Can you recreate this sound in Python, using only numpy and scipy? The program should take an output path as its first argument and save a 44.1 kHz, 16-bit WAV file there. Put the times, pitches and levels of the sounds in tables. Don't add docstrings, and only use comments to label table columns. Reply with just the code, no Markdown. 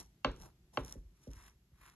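import sys
import numpy as np
from scipy import signal
from scipy.fft import rfft, irfft
from scipy.io import wavfile

SR = 44100
rng = np.random.default_rng(int(sys.argv[2]) if len(sys.argv) > 2 else 0)


def pcm_store(signal):
    levels = np.round(np.clip(np.atleast_2d(signal), -1, 1) * 32767)
    wavfile.write(sys.argv[1], SR, levels.astype(np.int16).T)


N = 85995
T = np.arange(N) / SR
MONO_HZ = 196
# frequency in Hz, time to fall 60 dB in seconds.
KITCHEN_T60 = [(50, 0.2), (250, 0.62), (600, 0.21), (1200, 0.29), (4000, 0.35), (12000, 0.59)]


def amp(db):
    return 10 ** (np.asarray(db) / 20)


def read(points, hz):
    f, value = np.transpose(points)
    return np.interp(np.log(hz + 1), np.log(f + 1), value)


def unit(x):
    return x / np.sqrt(np.mean(x ** 2) + 1e-20)


def add(mix, start_s, sound):
    at = round(start_s * SR)
    sound = sound[..., max(-at, 0):N - at]
    first = max(at, 0)
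    mix[:, first:first + sound.shape[-1]] += sound


def colour(x, points):
    size = 2 ** 17
    hz = abs(np.fft.fftfreq(size, 1 / SR))
    log_gain = np.log(amp(read(points, hz)))
    response = np.exp(np.conj(signal.hilbert(log_gain)))[:size // 2 + 1]
    return irfft(rfft(x, size) * response, size)[..., :x.shape[-1]]


def dull(x, cut_hz):
    return signal.lfilter(*signal.butter(2, min(cut_hz, SR / 2 - 1), fs=SR), x)


def spread(pair):
    width = 0.17
    bass = signal.lfilter(*signal.butter(1, MONO_HZ, fs=SR), pair[1])
    side = width * (pair[1] - bass)
    return np.array([pair[0] + side, pair[0] - side])


def tail(t60s):
    noise = rng.choice([-1., 1.], (2, SR // 2))
    hz, t, bands = signal.stft(noise, SR, nperseg=256)
    decay = amp(-60 * t / read(t60s, hz)[:, None])
    fading = signal.istft(bands * decay, SR, nperseg=256)[1][:, :SR // 2]
    x = spread(fading)
    return x / np.linalg.norm(x[0])


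def knife():
    # full pressure from and until
    # in seconds, rise and release in seconds, rasp, fizz and drag levels in dB, rasp pitch factor.
    strokes = [(0, 0.002, 0.044, 0.11, -65, -53.5, -54, 1.08),
               (0.411, 0.436, 0.16, 0.065, -68, -64.5, -62, 0.91),
               (0.449, 0.462, .06, 0.1, -62, -71, -56.5, 0.69),
               (.737, 0.807, 0.019, 0.061, -71, -63.5, -60, 1.8),
               (0.859, 0.934, 0.11, 0.095, -63.5, -62.5, -58.5, 0.94),
               (1.232, 1.276, 0.24, 0.054, -76.5, -71.5, -77.5, 1.22),
               (1.317, 1.337, 0.067, 0.13, -71, -73, -87, 0.98),
               (1.402, 1.486, 0.16, 0.09, -64, -66.5, -69.5, 1.04),
               (1.832, 1.875, .14, 0.25, -61.5, -73.5, -71, 1.06)]
    # frequency in Hz, level in dB per Hz.
    rasp_shape = [(200, -19.5), (600, -14.5), (1000, 4), (1400, -0.5), (2000, -0.5), (2900, -9.5),
                  (3700, -8.5), (4600, -15), (5800, -12.5), (9000, -11)]
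    # frequency in Hz, level in dB per Hz.
    fizz_shape = [(800, -26.5), (2500, -7), (4000, -3.5), (4900, -6.5), (5600, 8.5), (7000, -3.5),
                  (8000, 2), (11000, -2), (13000, -11.5), (16000, -3.5)]
    # frequency in Hz, level in dB per Hz.
    drag_shape = [(25, -24.5), (52, 5), (90, -6.5), (130, -2.5), (200, -8.5), (350, -11), (500, -15),
                  (900, -11.5), (2000, -42.5)]
    # start in seconds, level in dB ahead of the fizz colour.
    snap_times = [(0.316, -40.5), (0.363, -40.5), (.390, -49), (.4155, -29), (0.4213, -31), (0.8486, -27),
                  (0.8605, -35), (0.8642, -34), (0.8734, -34), (.8812, -30), (.8832, -39), (0.8997, -34),
                  (0.925, -18), (1.3342, -31.5), (1.465, -38.5), (1.476, -42.5), (1.497, -44.5),
                  (1.863, -36), (1.899, -35.5)]
    slope_db = 35.5
    snap_decay_s, wet_db = 0.0004, -21.5

    out = np.zeros((2, N))
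    crumb = grains(spread_db=3.2)
    fizz = unit(colour(grains(spread_db=4), fizz_shape))
    drag = unit(colour(rng.standard_normal(N), drag_shape))
    for start, end, rise, release, rasp_db, fizz_db, drag_db, pitch in strokes:
        before = np.maximum(start - T, 0) / rise
        after = np.maximum(T - end, 0) / release
        pressure = amp(-slope_db * (before + after))
        rasp = unit(colour(crumb, [(hz * pitch, db) for hz, db in rasp_shape]))
        out += pressure * (amp(rasp_db) * rasp + amp(fizz_db) * fizz + amp(drag_db) * drag)

    snaps, t = np.zeros((2, N)), T[:SR // 100]
    for start, db in snap_times:
        burst = rng.choice([-1, 1], len(t)) * np.exp(-t / snap_decay_s)
        add(snaps, start, amp(db) * burst / np.linalg.norm(burst))
    out = out + colour(snaps, fizz_shape)
    reflections = signal.fftconvolve(out, tail(KITCHEN_T60), axes=1)[:, :N]
    return out + amp(wet_db) * reflections


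def grains(spread_db):
    grains_per_s, smooth = 2500, 0.6
    clump_s, clump_db = 0.0068, 3
    happens = rng.random((2, N)) < grains_per_s / SR
    size = amp(spread_db * np.minimum(rng.exponential(1, (2, N)), 5)) * happens
    ruptures = unit(size * rng.choice([-1, 1], (2, N)))
    sliding = smooth * rng.standard_normal((2, N))
    clumps = np.interp(T / clump_s, np.arange(N), rng.standard_normal(N))
    return amp(clump_db * clumps) * spread(ruptures + sliding)


def board():
    # start in seconds, level in dB, treble cut-off in Hz, rebound after in seconds,
    # rebound level and ring level in dB (the rebound relative to the knock).
    knock_rows = [(0.2461, 3, 6260, .0036, -15, 4), (0.7722, -0.5, 3670, 0.00336, -7, -2.5)]
    # start in seconds, level in dB, cut-off in Hz.
    thud_rows = [(-.04, -11.5, 135), (.375, -9.5, 110), (.59, -19, 93), (.72, -23, 90), (0.95, -6, 310),
                 (1.028, -9, 100.8), (1.2667, -3, 376), (1.345, -6, 98), (1.48, -19, 100.4),
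                 (1.712, -13.5, 132), (1.79, -14, 76)]
    # frequency in Hz, level in dB, time to fall 60 dB in seconds.
    board_modes = [(601.4, -32.5, .08), (853, -29, 0.036), (1105, -21, 0.016), (1324, -26.5, 0.015),
                   (1529, -31, 0.018), (2120, -31, .016), (2277, -33.5, .018), (2733, -27, 0.015),
                   (3082, -29, 0.02), (4450, -28, 0.01), (5190, -45.5, 0.018), (6487, -41.5, 0.011)]
    # frequency in Hz, level in dB, time to fall 60 dB in seconds.
    counter_modes = [(55.4, -37.5, 0.27), (130.8, -53, .25), (146.6, -46, 0.26), (242.5, -51, 0.31),
                     (274.2, -35, .15), (362.8, -46, 0.2), (434, -48, 0.24)]
    # frequency in Hz, level in dB.
    rebound_shape = [(50, -11.5), (300, 11.5), (550, 13), (800, 13.5), (1300, 5.5), (3000, -5.5)]
    # frequency in Hz, level in dB.
    press_shape = [(20, -6.5), (50, 17.5), (100, 5), (200, -0.5), (400, -1.5), (560, 1.5), (750, -15.5),
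                   (1500, -31.5), (4000, -63.5)]
    rebound_cut_hz, ring_delay_s = 599.3, 0.0044
    thud_ring_db, thud_boom_db = -4.5, -1.5

    knocks, thuds = np.zeros((2, 2, N))
    clack, boom = modes(board_modes), modes(counter_modes)
    click = signal.unit_impulse(SR // 2)
    push, slap = colour(click, press_shape), colour(click, rebound_shape)
    for start, db, cut_hz, again_s, again_db, ring_db in knock_rows:
        add(knocks, start, amp(db) * (dull(clack, cut_hz) + boom))
        add(knocks, start + again_s, amp(db + again_db) * dull(slap, rebound_cut_hz))
        add(knocks, start + ring_delay_s, amp(ring_db) * dull(ring(), cut_hz))
    for start, db, cut_hz in thud_rows:
        soft_boom = amp(thud_boom_db) * dull(boom, cut_hz / 2)
        soft_ring = amp(thud_ring_db) * dull(ring(), 2 * cut_hz)
        add(thuds, start, amp(db) * dull(push + soft_boom + soft_ring, cut_hz))
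    return disperse(knocks, cycles=1.9, knee_hz=9.2) + disperse(thuds, cycles=3, knee_hz=48.4)


def modes(table):
    swell_cycles = 0.18
    t = T[:SR // 2]
    total = np.zeros(len(t))
    for hz, db, t60 in table:
        decay = amp(db - 60 * t / t60)
        swell = 1 - np.exp(-(t * hz / swell_cycles) ** 2)
        total += decay * swell * np.sin(2 * np.pi * hz * t)
    return total


def ring():
    # frequency in Hz, relative level in dB per Hz.
    ring_shape = [(40, 6.5), (130, -4.5), (260, -9), (550, -1.5), (690, -13.5), (850, -7), (1400, -11),
                  (1900, -20), (3000, -20), (3500, -17), (4300, -26), (5200, -28), (7000, -41),
                  (10000, -42)]
    early_t60, early_db, kitchen_db = 0.18, 1, -1.5
    early = amp(early_db) * tail([(50, early_t60), (12000, early_t60)])
    kitchen = amp(kitchen_db) * tail(KITCHEN_T60)
    return 2 * colour(early + kitchen, ring_shape)


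def disperse(x, cycles, knee_hz):
    hz = np.fft.rfftfreq(2 * N, 1 / SR)
    lag = np.exp(-2j * np.pi * cycles * np.log1p(hz / knee_hz))
    return irfft(rfft(x, 2 * N) * lag)[..., :N]


def room_tone():
    # frequency in Hz, relative level in dB per Hz.
    quiet_shape = [(20, -14.5), (55, 5), (90, -9.5), (125, -4), (180, -6.5), (260, -18), (360, -14),
                   (470, -26), (1000, -30), (2500, -31), (4500, -32.5), (6500, -34), (11000, -38),
                   (16000, -28.5)]
    start_db, db_per_s = -66.5, -1.5
    diffuse_hz = 870
    whine_hz, whine_db = 11730, -90
    low = dull(rng.standard_normal(N), diffuse_hz)
    high_pass = signal.butter(2, diffuse_hz, "high", fs=SR)
    high = signal.lfilter(*high_pass, rng.standard_normal((2, N)))
    noise = unit(colour(low + high, quiet_shape))
    whine = amp(whine_db) * np.sin(2 * np.pi * whine_hz * T)
    return amp(start_db + db_per_s * T) * noise + whine


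def ports(x, lead, pan):
    hz = np.fft.rfftfreq(2 * N, 1 / SR)
    apart = hz ** 2 / (hz ** 2 + MONO_HZ ** 2)
    gain = amp(apart * read(pan, hz) / 2)
    left, right = rfft(x, 2 * N)
    late = np.exp(-1j * apart * read(lead, hz))
    return irfft(np.array([left * gain, right / gain * late]))[:, :N]


def scene():
    # frequency in Hz, lead in radians.
    knife_lead, board_lead = [(340, 1.62), (860, 1.3), (2500, -2), (2840, 1.06), (3960, 0.82), (4650, 2),
                              (5170, 5.5), (5680, 2.5), (8270, 10), (11600, 11.5), (12700, 13)], [(60, 0), (430, 0.73), (1290, 0.63), (2760, 0.05),
                                                  (3100, 1.89), (3700, 4), (4220, 7), (5430, 10.5),
                                                  (7410, 15), (8350, 15.6)]
    # frequency in Hz, difference in dB.
    knife_pan, board_pan = [(100, 0.056), (640, -1.5), (1170, 1.5), (2100, 1.4), (3800, -0.69), (7000, 0)], [(100, -0.5), (280, -0.5), (650, -4), (1070, 3), (1610, 1),
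                                               (2420, -4), (3650, -2), (6000, 0)]
    return ports(knife(), knife_lead, knife_pan) + ports(board(), board_lead, board_pan) + room_tone()


def record(dry):
    # frequency in Hz, gain in dB.
    mic_shape = [(20, -0.5), (7000, 0), (8300, -0.5), (9300, -17.5), (10200, -1), (11300, 6), (12300, -9.5),
                 (13300, -14.5), (15500, -37.5)]
    low_cut_hz, edge_hz = 31.6, 15400
    low_cut = signal.butter(2, low_cut_hz, "high", fs=SR, output="sos")
    x = signal.sosfiltfilt(low_cut, colour(dry, mic_shape))
    band_limit = signal.firwin(511, edge_hz, window=("kaiser", 9), fs=SR)
    return signal.oaconvolve(x, band_limit[None], "same")


dry = scene()
out = record(dry)
pcm_store(out)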